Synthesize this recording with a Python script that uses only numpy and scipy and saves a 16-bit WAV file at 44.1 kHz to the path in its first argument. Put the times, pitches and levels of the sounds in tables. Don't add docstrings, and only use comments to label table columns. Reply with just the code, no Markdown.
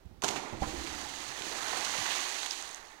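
import sys
import numpy as np
from scipy import signal
from scipy.fft import rfft, irfft, next_fast_len
from scipy.io import wavfile

SR = 44100
rng = np.random.default_rng(int(sys.argv[2]) if len(sys.argv) > 2 else 0)


def output_pcm(signal):
    pcm = np.clip(np.atleast_2d(signal).T, -1, 1) * 32767
    wavfile.write(sys.argv[1], SR, np.round(pcm).astype(np.int16))


N = 132300

FINE_PER_S, HEAVY_PER_S = 5000, 2500


def undb(db):
    return 10 ** (np.asarray(db) / 20)


def clock():
    return np.arange(N) / SR


def unit(x):
    return x / np.sqrt(np.mean(x ** 2) + 1e-18)


def noise():
    return rng.standard_normal(N)


def add(out, start, sound):
    i = min(int(start * SR), N)
    out[i:i + len(sound)] += sound[:N - i]


def colour(x, points):
    hz, db = np.array(points, float).T
    size = next_fast_len(2 * N)
    bin_hz = np.maximum(np.fft.rfftfreq(size, 1 / SR), 1)
    gain = undb(np.interp(np.log(bin_hz), np.log(hz), db))
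    cepstrum = irfft(np.log(gain), size)
    cepstrum[1:size // 2] *= 2
    cepstrum[size // 2 + 1:] = 0
    return irfft(rfft(x, size) * np.exp(rfft(cepstrum)), size)[:N]


def shaped(x, envelope, points):
    return colour(x * envelope, points) / np.std(colour(x, points))


def swell(start, rise, hold, decay):
    age = clock() - start
    return np.clip(age / rise, 0, 1) * np.exp(-np.maximum(age - rise - hold, 0) / decay)


def fader(points):
    return undb(np.interp(clock(), *np.array(points).T))


def patter(per_s, spread_db, clumps_per_s=63, clump_db=1.0):
    hit = rng.random(N) < per_s / SR
    clump = np.interp(clock() * clumps_per_s, np.arange(N), noise())
    return hit * np.sign(noise()) * undb(spread_db * np.minimum(noise(), 2.5) + clump_db * clump)


def ring(hz, t60, rise, glide):
    age = np.arange(int(t60 * SR) + 2) / SR
    tone = np.sin(2 * np.pi * hz * age * (1 + glide * age / 2))
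    return tone * np.exp(-np.log(1000) * age / t60) * (1 - np.exp(-age / rise))


def outdoor_air():
    # (frequency [Hz], gain [dB])
    air_eq = [(25, 0.5), (70, 0.5), (120, -9.5), (300, -10), (600, -8.5), (1000, -11), (2000, -16.5),
              (4000, -20), (6400, -25), (9000, -44), (16000, -83)]
    return undb(-61) * unit(colour(noise(), air_eq))


def wind():
    # (time [s], level [dB], half-width [s])
    puffs = [(0.058, -42, 0.012), (0.118, -49.5, 0.031), (.185, -53.5, 0.035), (0.304, -46, 0.026),
             (0.548, -37, 0.021), (1.29, -52, .025), (1.652, -59.5, 0.47), (1.996, -48.5, 0.033)]
    # (frequency [Hz], gain [dB])
    puff_eq = [(20, -12), (60, 4), (140, -0.5), (260, -7.5), (500, -20), (1500, -69)]
    gusts = sum(undb(db) * np.exp(-((clock() - at) / width) ** 2) for at, db, width in puffs)
    return shaped(noise(), gusts, puff_eq)


def wall_echo(x, predelay_s=0.042, t60_s=0.65):
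    # (frequency [Hz], gain [dB])
    wall_eq = [(60, 5.5), (350, 7.5), (1000, 4), (4000, -2.5), (15000, -10)]
    envelope = swell(predelay_s, rise=.01, hold=0, decay=t60_s / np.log(1000))
    tail = colour(unit(noise()) * envelope, wall_eq)
    return signal.fftconvolve(x, tail / np.linalg.norm(tail))[:N]


def stray_drops():
    # (time [s], level [dB])
    ride = [(.6, -86), (1.3, -59.5), (2.7, -51.5), (3, -78)]
    # (frequency [Hz], gain [dB])
    stray_eq = [(1500, -22), (4000, -7), (6500, 11), (9000, 9), (12000, -17), (16000, -29)]
    # (time [s], pitch [Hz], level [dB], t60 [s])
    ticks = [(2.509, 4300, -16, 0.0026), (2.5079, 5940, -18, 0.0024), (2.5101, 5240, -9.5, 0.0033),
             (2.625, 6700, -16, 0.0017), (2.7465, 6500, -16, 0.0024)]
    out = shaped(patter(per_s=90, spread_db=6), fader(ride), stray_eq)
    for start, hz, db, t60 in ticks:
        add(out, start, undb(db) * ring(hz, t60, rise=.5 / hz, glide=0))
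    return out


def jet():
    # (time [s], level [dB])
    ride = [(1.25, -63), (1.42, -46), (1.55, -47), (1.8, -48), (2.2, -52.5), (2.6, -61), (3, -65)]
    # (frequency [Hz], gain [dB])
    gurgle_eq = [(50, -33), (130, -12), (250, 0.5), (380, 5), (550, -1), (900, -1), (2000, -53)]
    return shaped(patter(per_s=900, spread_db=4), fader(ride), gurgle_eq)


def bubbles(per_s=450, low_hz=1099, high_hz=7280, cycles=40, lifetime_glide=0.091):
    out = np.zeros(N)
    for when, pitch, size, life in rng.random((int(per_s * N / SR), 4)):
        hz = low_hz * (high_hz / low_hz) ** pitch
        t60 = cycles * (.5 + life) / hz
        note = ring(hz, t60, rise=.5 / hz, glide=lifetime_glide / t60)
        add(out, when * N / SR, undb(-18 * size) * note)
    return unit(out)


def spray():
    # (time [s], fine level [dB], heavy level [dB])
    rides = [(0.66, -47.5, -52), (0.81, -47.5, -48), (0.94, -46, -46), (1.13, -46.5, -49.5),
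             (1.38, -46, -47.5), (1.66, -41, -42), (1.91, -39.5, -41.5), (2.08, -38.5, -41),
             (2.34, -41, -45), (2.54, -44, -49), (2.69, -48.5, -50.5), (2.82, -58, -56),
             (3.0, -64.5, -58.5)]
    # (frequency [Hz], gain [dB])
    fine_eq = [(900, -30), (2000, -4), (2800, 1.5), (3500, 1), (4300, 3), (5300, -3), (6450, 3.5),
               (7200, -2.5), (8500, -7.5), (9800, -10.5), (12000, -18), (16000, -29.5)]
    # (frequency [Hz], gain [dB])
    heavy_eq = [(100, -24.5), (200, -16.5), (320, -4.5), (500, -6.5), (800, 4), (1050, 2), (1400, -3),
                (1950, 2), (2600, -10.5), (5000, -27)]
    times, fine_db, heavy_db = np.array(rides).T
    start_s, rise_s = 0.587, 0.041
    onset = np.clip((clock() - start_s) / rise_s, 0, 1)
    fine_gain = onset * undb(np.interp(clock(), times, fine_db))
    heavy_gain = onset * undb(np.interp(clock(), times, heavy_db))
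    fine = shaped(patter(FINE_PER_S, spread_db=1.5), fine_gain, fine_eq)
    heavy = shaped(patter(HEAVY_PER_S, spread_db=1.5), heavy_gain, heavy_eq)
    return undb(6) * fine + undb(5.5) * heavy + undb(-1) * heavy_gain * bubbles()


def spatters():
    # (time [s], band pitch [Hz], level [dB], decay [s])
    lumps = [(0.359, 2670, -31, 0.023), (.624, 1050, -31, 0.025), (0.864, 2850, -35.5, 0.0056),
             (0.871, 2860, -33.5, 0.0068), (1.42, 3000, -30.5, .004), (1.725, 970, -34, .04),
             (1.769, 1120, -30, 0.0086), (1.771, 6000, -30, 0.0022), (1.847, 4500, -27.5, 0.0041),
             (1.977, 4500, -30.5, .004), (2.053, 2300, -32, 0.027), (2.097, 3040, -30, 0.051),
             (2.151, 2510, -34.5, 0.083), (2.19, 1500, -31, 0.0047), (2.431, 3160, -27, 0.0035),
             (2.46, 3500, -28.5, 0.0052), (2.663, 1190, -60, 0.0076)]
    out = np.zeros(N)
    for start, hz, db, decay in lumps:
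        band = signal.butter(1, [hz / 2.2, min(hz * 1.56, .45 * SR)], "bandpass", fs=SR, output="sos")
        smack = unit(signal.sosfilt(band, signal.sosfilt(band, noise())))
        out += undb(db) * swell(start, decay / 5, 0, decay) * smack
    return out


def cavity():
    # (time [s], level [dB], decay [s])
    gulps = [(0.521, -36, 0.052), (.616, -29, 0.0096), (0.662, -34, 0.011), (0.737, -43, 0.0077),
             (1.406, -41, 0.0081)]
    # (frequency [Hz], gain [dB])
    gulp_eq = [(40, -4), (110, -0.5), (220, 1.5), (330, 4), (450, -5), (600, -1), (1000, -22), (2500, -42)]
    # (frequency [Hz], gain [dB])
    cloud_eq = [(25, -7), (45, -6), (68, 0.5), (100, -4.5), (190, -4), (265, 1.5), (340, 3), (470, -4),
                (800, -16), (1500, -37.5)]
    # (time [s], pitch [Hz], level [dB], t60 [s])
    pockets = [(0.525, 245, -33, 0.05), (0.613, 56.7, -20, 0.059), (.62, 778, -14, 0.047),
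               (0.621, 311, -19, 0.065), (.631, 1014, -21, 0.055), (0.664, 326, -19, 0.023),
               (0.667, 64, -30.5, 0.18), (0.733, 340.5, -30, 0.19), (0.777, 68.4, -34.5, 0.31),
               (0.787, 348, -31, 0.055), (.838, 335, -29.5, 0.066), (0.949, 69, -46.5, 0.8),
               (1.054, 828, -27.5, 0.06), (1.406, 413, -36, 0.018), (1.73, 790, -21, 0.034),
               (1.766, 960, -22, 0.028), (2.6, 810, -41, 0.087)]
    gulping = sum(undb(db) * swell(start, 0.0066, 0, decay) for start, db, decay in gulps)
    out = shaped(noise(), gulping, gulp_eq)
    throb = undb(-39.5) * swell(start=.615, rise=0.015, hold=0, decay=0.34)
    out += shaped(patter(per_s=900, spread_db=0), throb, cloud_eq)
    for start, hz, db, t60 in pockets:
        add(out, start, undb(db) * ring(hz, t60, rise=.004, glide=.5))
    return out


def body_splash():
    # (time [s], level [dB], decay [s], thud relative to crack [dB])
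    slaps = [(.2203, -26.5, 0.0019, -24), (0.2263, -35, 0.0025, 9), (0.2361, -18.5, 0.0003, -16),
             (0.2373, -25.5, .005, 3), (0.2433, -22.5, 0.0049, 0.5), (0.2803, -24, 0.0052, -7),
             (0.2872, -23.5, 0.0023, -2), (.307, -32, 0.0085, -2), (0.3588, -39, 0.012, 7)]
    # (frequency [Hz], gain [dB])
    crack_eq = [(150, -30), (900, -9), (2000, -1), (4200, 1), (5300, -1.5), (6500, 4), (8300, -7),
                (12000, -17), (16000, -32)]
    # (frequency [Hz], gain [dB])
    thud_eq = [(50, -15), (190, -6), (270, 0.5), (380, 1.5), (520, -6.5), (680, -2), (850, 3.5), (1100, -3),
               (1500, -8), (4000, -44)]
    # (frequency [Hz], gain [dB])
    mist_eq = [(600, -5), (1400, -5), (2000, 8.5), (2800, 2), (4300, 1.5), (5300, -5), (6500, -1),
               (8500, -11), (16000, -32)]
    crack, thud = 0, 0
    for start, db, decay, thud_db in slaps:
        blow = undb(db) * swell(start, 0.0008, 0, decay)
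        crack += blow
        thud += undb(thud_db) * blow
    out = shaped(noise(), crack, crack_eq) + shaped(noise(), thud, thud_eq)
    # (level [dB], decay [s], EQ)
    tear, churn, mist = (-37.5, 0.098, crack_eq), (-34.5, 0.21, thud_eq), (-43, 0.44, mist_eq)
    for db, decay, eq in (tear, churn, mist):
        envelope = undb(db) * swell(start=0.218, rise=0.04, hold=0.055, decay=decay)
        out += shaped(patter(FINE_PER_S, spread_db=3), envelope, eq)
    return out


def covered_microphone(heard, water, lag_s=0.000093):
    # (frequency [Hz], gain [dB])
    cover_eq = [(25, -2), (65, -7), (120, -14), (300, -16), (450, -16), (700, -24.5), (1200, -22),
                (2400, -29.5), (4400, -39), (7000, -53), (16000, -57)]
    # (frequency [Hz], gain [dB])
    leak_eq = [(300, -9), (1000, -17.5), (3000, 3), (8000, 2)]
    leak = undb(-5) * colour(wall_echo(water), leak_eq)
    muffled = colour(heard + leak, cover_eq)
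    return np.interp(clock() - lag_s, clock(), muffled)


def scene():
    water = body_splash() + cavity() + spray() + stray_drops() + jet() + spatters()
    heard = water + undb(-18.5) * wall_echo(water) + outdoor_air()
    return np.array([covered_microphone(heard, water), heard + wind()])


def record(dry):
    hiss = undb(-74.5) * rng.standard_normal(dry.shape)
    top_cut = signal.ellip(10, .2, 80, 15900, fs=SR, output="sos")
    return signal.sosfilt(top_cut, dry + hiss)


dry = scene()
out = record(dry)
output_pcm(out)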